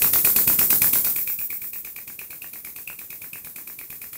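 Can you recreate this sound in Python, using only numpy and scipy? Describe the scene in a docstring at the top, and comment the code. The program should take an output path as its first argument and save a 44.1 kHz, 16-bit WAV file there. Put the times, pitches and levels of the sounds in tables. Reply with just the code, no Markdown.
"""Repair shop: an air-driven grease gun pumps into a mower spindle, nearly nine strokes a second.
Each stroke vents shaped noise (air spit) with a short chirp, a snap and a soft thump; 25 ms later the
piston knocks home as a set of damped sines. Strokes are loud for a second, then soften to an even
clatter with a few whistling accents; a thin noise sizzle lingers, and quiet hiss fills the gaps."""
import sys
import numpy as np
from scipy import signal
from scipy.fft import rfft, irfft
from scipy.io import wavfile
from scipy.ndimage import uniform_filter1d

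SR = 44100
rng = np.random.default_rng(int(sys.argv[2]) if len(sys.argv) > 2 else 0)


def transcribe(signal):
    """Save signal, clipped to [-1, 1], as a 16-bit WAV file at the path in sys.argv[1]."""
    frames = np.atleast_2d(signal).T
    limited = np.clip(frames, -1, 1)
    pcm = np.round(limited * 32767).astype(np.int16)
    wavfile.write(sys.argv[1], SR, pcm)


N = 184274
LEAD_S, STROKE_SAMPLES = 0.012, 6400  # a stroke starts LEAD_S before its vent, at t = 0


def gain_of(db):
    """Decibels to amplitude."""
    return 10 ** (np.asarray(db) / 20)


def evened(x):
    """Scales to rms 1."""
    return x / np.sqrt(np.mean(x ** 2) + 1e-20)


def read(points, hz):
    """Reads a table on a log-frequency axis."""
    f, value = np.transpose(points)
    return np.interp(np.log(hz + 1), np.log(f + 1), value)


def level_at(curve, s, axis=1):
    """Reads one column of a curve at time s."""
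    columns = np.transpose(curve)
    return np.interp(s, columns[0], columns[axis])


def add(mix, s, sound):
    """Mixes a sound in at time s; what falls outside is dropped."""
    start = round(s * SR)
    sound = sound[max(-start, 0):]
    part = mix[max(start, 0):][:len(sound)]
    part += sound[:len(part)]


def noise(spectrum, size):
    """Noise of rms 1 with the given spectral shape."""
    hz = np.fft.rfftfreq(size, 1 / SR)
    bins = rfft(rng.standard_normal(size))
    return evened(irfft(bins * gain_of(read(spectrum, hz)), size))


def airflow(t, peak_s, rise_s, fall_s, trail_db, trail_s):
    """The valve opens, dumps the cylinder in a burst, and trails off."""
    opening = np.exp(-(np.minimum(t - peak_s, 0) / rise_s) ** 2)
    after = np.maximum(t - peak_s, 0)
    trail = gain_of(trail_db) * np.exp(-(after / trail_s) ** 2)
    return opening * (np.exp(-after / fall_s) + trail)


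# quiet shop air: (frequency [Hz], relative level [dB per Hz])
SHOP_AIR = [(20, -27), (60, 7), (200, 1), (600, -11), (1000, -4), (1600, -15), (3000, -9), (15000, -3.5)]


def ambience(level_db=-57):
    """Quiet air of the shop: steady shaped noise."""
    return gain_of(level_db) * noise(SHOP_AIR, N)


# thin, close sizzle, as of air in a narrow gap: (frequency [Hz], relative level [dB per Hz])
SIZZLE_SPECTRUM = [(4600, -45), (5400, -28.5), (6400, -36), (7700, -22), (9500, -26), (11700, -18),
                   (13300, -15), (14300, -3.5), (15100, -4.5), (15600, -6), (16200, -33)]


def sizzle(t, sizzle_db, middle_s=0.039, half_s=0.051):
    """A thin hiss, flat while the stroke pushes, mostly faded as the next begins."""
    push = np.exp(-((t - middle_s) / half_s) ** 4)
    return gain_of(sizzle_db) * noise(SIZZLE_SPECTRUM, len(t)) * push


def valve(t, valve_db, hz=380, t60_s=0.016, ahead_s=0.0095):
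    """The air valve shifts ahead of the vent with a small, dull tap: one damped sine."""
    age = np.maximum(t + ahead_s, 0)
    pitch = hz * rng.uniform(0.83, 1.17)
    return gain_of(valve_db - 60 * age / t60_s) * np.sin(2 * np.pi * pitch * age)


# air burst at the exhaust port: (frequency [Hz], relative level [dB per Hz])
JET_SPECTRUM = [(200, -6.5), (700, -12.5), (1050, -6.5), (1500, -7.5), (3200, -8.5), (4200, -6),
                (6200, -7.5), (8300, -2), (10000, -0.5), (12000, 6.5), (14500, 1), (16000, -29)]
# softer air trailing the burst: (frequency [Hz], relative level [dB per Hz])
TRAIL_SPECTRUM = [(500, -19), (1500, -21), (3300, -25.5), (6200, -17.5), (8300, -11.5), (10000, -13),
                  (12000, -6.5), (13500, 1), (14900, 4), (16000, -26)]


def exhaust(t, air_db, jet_db=11.0, trail_db=4.5, wall_db=-9, sputter_db=1.63,
            open_s=0.0048, empty_s=0.069, wall_trip_s=0.053):
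    """A spit of turbulent air, its slap off the far wall, and softer air as the cylinder empties."""
    flutter = uniform_filter1d(rng.standard_normal(len(t)), size=50)
    sputter = gain_of(sputter_db * evened(flutter))
    burst, slap = airflow(np.array([t, t - wall_trip_s]), peak_s=0.0025, rise_s=0.0033,
                          fall_s=0.0052, trail_db=-24.0, trail_s=0.053)
    jet = noise(JET_SPECTRUM, len(t)) * np.hypot(burst, gain_of(wall_db) * slap)
    emptying = np.exp(-(t / np.where(t < 0, open_s, empty_s)) ** 2)
    trail = noise(TRAIL_SPECTRUM, len(t)) * emptying
    return gain_of(air_db) * sputter * (gain_of(jet_db) * jet + gain_of(trail_db) * trail)


# low rush of the vented air: (frequency [Hz], relative level [dB per Hz])
RUSH_SPECTRUM = [(20, -28), (58, 6.5), (95, -7), (150, 6.5), (260, -1), (400, 0), (620, -11), (1200, -26),
                 (3000, -41)]


def thump(t, thump_db, width_s=0.002, push_db=9.5, rush_db=-4):
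    """The vented volume pushes the air out and lets it back, with a low rush behind it."""
    u = t / width_s
    push = -u * np.exp(-u ** 2)
    flow = airflow(t, peak_s=0.00075, rise_s=0.0046, fall_s=0.002, trail_db=-1, trail_s=0.063)
    rush = noise(RUSH_SPECTRUM, len(t)) * flow
    return gain_of(thump_db) * (gain_of(push_db) * push + gain_of(rush_db) * rush)


def chirp(t, chirp_db, hz, peak_s=0.0016, rise_s=0.0017, fall_s=0.0021, sag_per_s=10):
    """The port whistles for about ten cycles, sinking as the pressure drops."""
    # unsteady jet: rms share of the pitch
    wander = 0.035 * evened(uniform_filter1d(rng.standard_normal(len(t)), size=14))
    sag = np.exp(-sag_per_s * (t - peak_s))
    turns = np.cumsum(hz * (sag + wander)) / SR
    swell = np.exp(-((t - peak_s) / np.where(t < peak_s, rise_s, fall_s)) ** 2)
    return gain_of(chirp_db) * swell * np.sin(2 * np.pi * (turns + rng.random()))


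def snap(t, snap_db, hz, at_s=0.0007, t60_s=0.014):
    """The port cracks open with a short, dry snap at the nominal pitch of its chirp."""
    age = np.maximum(t - at_s, 0)
    return gain_of(snap_db - 60 * age / t60_s) * np.sin(2 * np.pi * hz * age)


# pump body modes under a light knock: (frequency [Hz], relative level [dB], t60 [s])
BODY_MODES = [(460, -21, 0.012), (776, -19, 0.011), (1250, 2.5, 0.015), (1450, -7, 0.013),
              (1800, 18, 0.0087), (2310, 7, 0.021)]


def knock(t, knock_db, light_db=-35, sag_per_db=0.01, damping_per_db=0.02,
          contact_s=0.00009, travel_s=0.0254):
    """The piston lands and rings the body; a harder blow presses deeper: lower and deader."""
    force_db = knock_db - light_db
    age = np.maximum(t - travel_s + rng.uniform(0, 0.0008), 0)
    detune = np.exp(0.06 * rng.standard_normal(len(BODY_MODES)))
    pitch, damping = np.exp(-sag_per_db * force_db), np.exp(damping_per_db * force_db)
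    ring = np.zeros(len(t))
    for (hz, db, t60_s), off in zip(BODY_MODES, detune):
        decay = gain_of(db - 60 * damping * age / t60_s)
        ring += decay * np.sin(2 * np.pi * hz * pitch * off * age)
    contact = np.exp(-(np.arange(-20, 21) / SR / contact_s) ** 2)  # soft contact
    ring = np.convolve(ring, contact, "same")
    return -gain_of(knock_db + 4.0) * ring / abs(ring).max()


def stroke(air_db, sizzle_db, thump_db, snap_db, chirp_db, chirp_hz, knock_db,
           bounce_s=0.00266, bounce_db=-12):
    """One air motor cycle -> (valve, vent and landing with one bounce; close snap and sizzle)."""
    t = np.arange(STROKE_SAMPLES) / SR - LEAD_S
    vent = exhaust(t, air_db) + thump(t, thump_db) + chirp(t, chirp_db, chirp_hz)
    bounce = knock(t - bounce_s, knock_db) * gain_of(bounce_db)
    landing = knock(t, knock_db) + bounce
    pump = valve(t, thump_db + 3.5) + vent + landing
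    return pump, snap(t, snap_db, chirp_hz) + sizzle(t, sizzle_db)


# stroke spacing; drags a little as the pump softens: (time [s], period [s])
STROKE_PERIOD = [(1.15, .11405), (1.6, .11492), (2.2, .1141)]
# how hard the motor vents; snap, thump and knock follow: (time [s], exhaust level [dB])
VENT_EFFORT = [(.8, -26), (.93, -27), (1.05, -31), (1.16, -36.5), (1.4, -44), (1.85, -45.5)]
# sizzle and chirp die down later than the exhaust: (time [s], sizzle level [dB], chirp level [dB])
LINGER = [(0, -21.5, -30.5), (.8, -21.5, -28.5), (1.28, -25.5, -23.5), (1.39, -27, -27), (1.6, -31.5, -29),
          (1.74, -32.5, -31.5), (1.85, -40, -29.5), (2.2, -41.5, -31.5), (4.1, -41.5, -34)]
# strokes where the port catches and whistles out:
# (time [s], extra chirp and snap [dB], nominal chirp pitch [Hz], extra knock [dB])
WHISTLES = [(.02, 11.5, 2512, 0.5), (.25, 5.5, 2510, 0.5), (.48, 8, 2520, 0.5), (.59, 6.5, 2510, 0),
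            (.82, 5, 2446, 0.5), (2.19, 4, 2436, 1.5), (2.42, 1.5, 2610, 3.5), (2.88, 9, 2522, 3.5),
            (3.33, 6, 2450, 3)]
# (soft stroke, hard stroke), before accents and scatter
EXHAUST_DB, THUMP_DB, SNAP_DB = (-45.5, -25.5), (-53.5, -34.5), (-42, -20.5)
KNOCK_DB, CHIRP_HZ = (-35, -17), (2426, 2504)


def strokes(first_vent_s=0.0201, blow_power=1.63, limp_chirp_db=1.5, limp_knock_db=0.3,
            scatter_db=0.44, scatter_pitch=0.0165):
    """The piston shuttles to and fro, effort sets each stroke -> (vent time [s], stroke arguments)."""
    s, direction = first_vent_s - level_at(STROKE_PERIOD, 0), 1
    soft_db, hard_db = EXHAUST_DB
    while s < N / SR:
        period, air_db = level_at(STROKE_PERIOD, s), level_at(VENT_EFFORT, s)
        sizzle_db, chirp_db = level_at(LINGER, s), level_at(LINGER, s, axis=2)
        # blows weaken sooner than the exhaust
        hard = max((air_db - soft_db) / (hard_db - soft_db), 0) ** blow_power
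        thump_db, snap_db, chirp_hz, knock_db = (
            low + hard * (high - low) for low, high in (THUMP_DB, SNAP_DB, CHIRP_HZ, KNOCK_DB))
        limp = direction * (1 - hard)  # soft strokes: louder one way, quieter the other
        accents = (row for at, *row in WHISTLES if abs(at - s) < period / 2)
        whistle_db, chirp_hz, slam_db = next(accents, (0, chirp_hz, 0))
        chance = rng.standard_normal(4)
        thump_db += scatter_db * chance[0]
        chirp_db += limp_chirp_db * limp + whistle_db + scatter_db * chance[1]
        knock_db += limp_knock_db * limp + slam_db + scatter_db * chance[2]
        chirp_hz *= 1 + scatter_pitch * chance[3]
        snap_db += whistle_db
        yield s, air_db, sizzle_db, thump_db, snap_db, chirp_db, chirp_hz, knock_db
        s, direction = s + period, -direction


# shop reverberation time: (frequency [Hz], t60 [s])
REVERB_T60 = [(100, 0.76), (400, 0.19), (1000, 0.2), (2500, 0.2), (6000, 0.26), (14000, 0.51)]
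# reverberant energy against the direct sound: (frequency [Hz], level [dB])
REVERB_LEVEL = [(60, -4), (300, 1.5), (1000, -5.5), (1600, -7), (2300, -1.5), (2700, -5), (6000, 2),
                (14000, -1)]
# single reflections from the floor and the mower: (delay [s], level [dB])
REFLECTIONS = [(0.0131, -16), (0.0255, -15)]


def shop(x, build_s=0.01):
    """Direct sound, two reflections, and a diffuse field whose energy dies away band by band."""
    frames = dict(nperseg=256, noverlap=192)
    hz, t, z = signal.stft(x, SR, **frames)
    age = t[t < 0.5]
    fall = gain_of(-60 * age / read(REVERB_T60, hz)[:, None])
    decay = (fall * (1 - np.exp(-age / build_s))) ** 2
    decay /= decay.sum(1, keepdims=True)
    energy = signal.fftconvolve(abs(z) ** 2, decay, axes=1)[:, :len(t)]
    # countless paths: random phase
    scatter = signal.stft(rng.standard_normal(len(x)), SR, **frames)[2]
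    level = gain_of(read(REVERB_LEVEL, hz))[:, None]
    field = np.sqrt(abs(energy)) * level * scatter / scatter.std()
    out = x + signal.istft(field, SR, **frames)[1][:len(x)]
    for delay_s, db in REFLECTIONS:
        add(out, delay_s, gain_of(db) * x)
    return out


def scene():
    """The running pump rings through the shop; snap and sizzle are too close to stir the room."""
    run_up = SR // 4  # samples, cut off after the reverberation
    pump, close = np.zeros((2, run_up + N))
    for s, *settings in strokes():
        for track, sound in zip((pump, close), stroke(*settings)):
            add(track, run_up / SR + s - LEAD_S, sound)
    mix = (shop(pump) + close)[run_up:] + ambience()
    return np.array([mix, mix])


def record(dry, low_cut_hz=36, edge_hz=15800):
    """One small microphone with a low cut, then the band limit; both channels alike."""
    low_cut = signal.butter(2, low_cut_hz, "highpass", fs=SR, output="sos")
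    thinned = signal.sosfilt(low_cut, dry)
    band_limit = signal.firwin(511, edge_hz, window=("kaiser", 9), fs=SR)
    return signal.oaconvolve(thinned, band_limit[None], "same")


dry = scene()
out = record(dry)
transcribe(out)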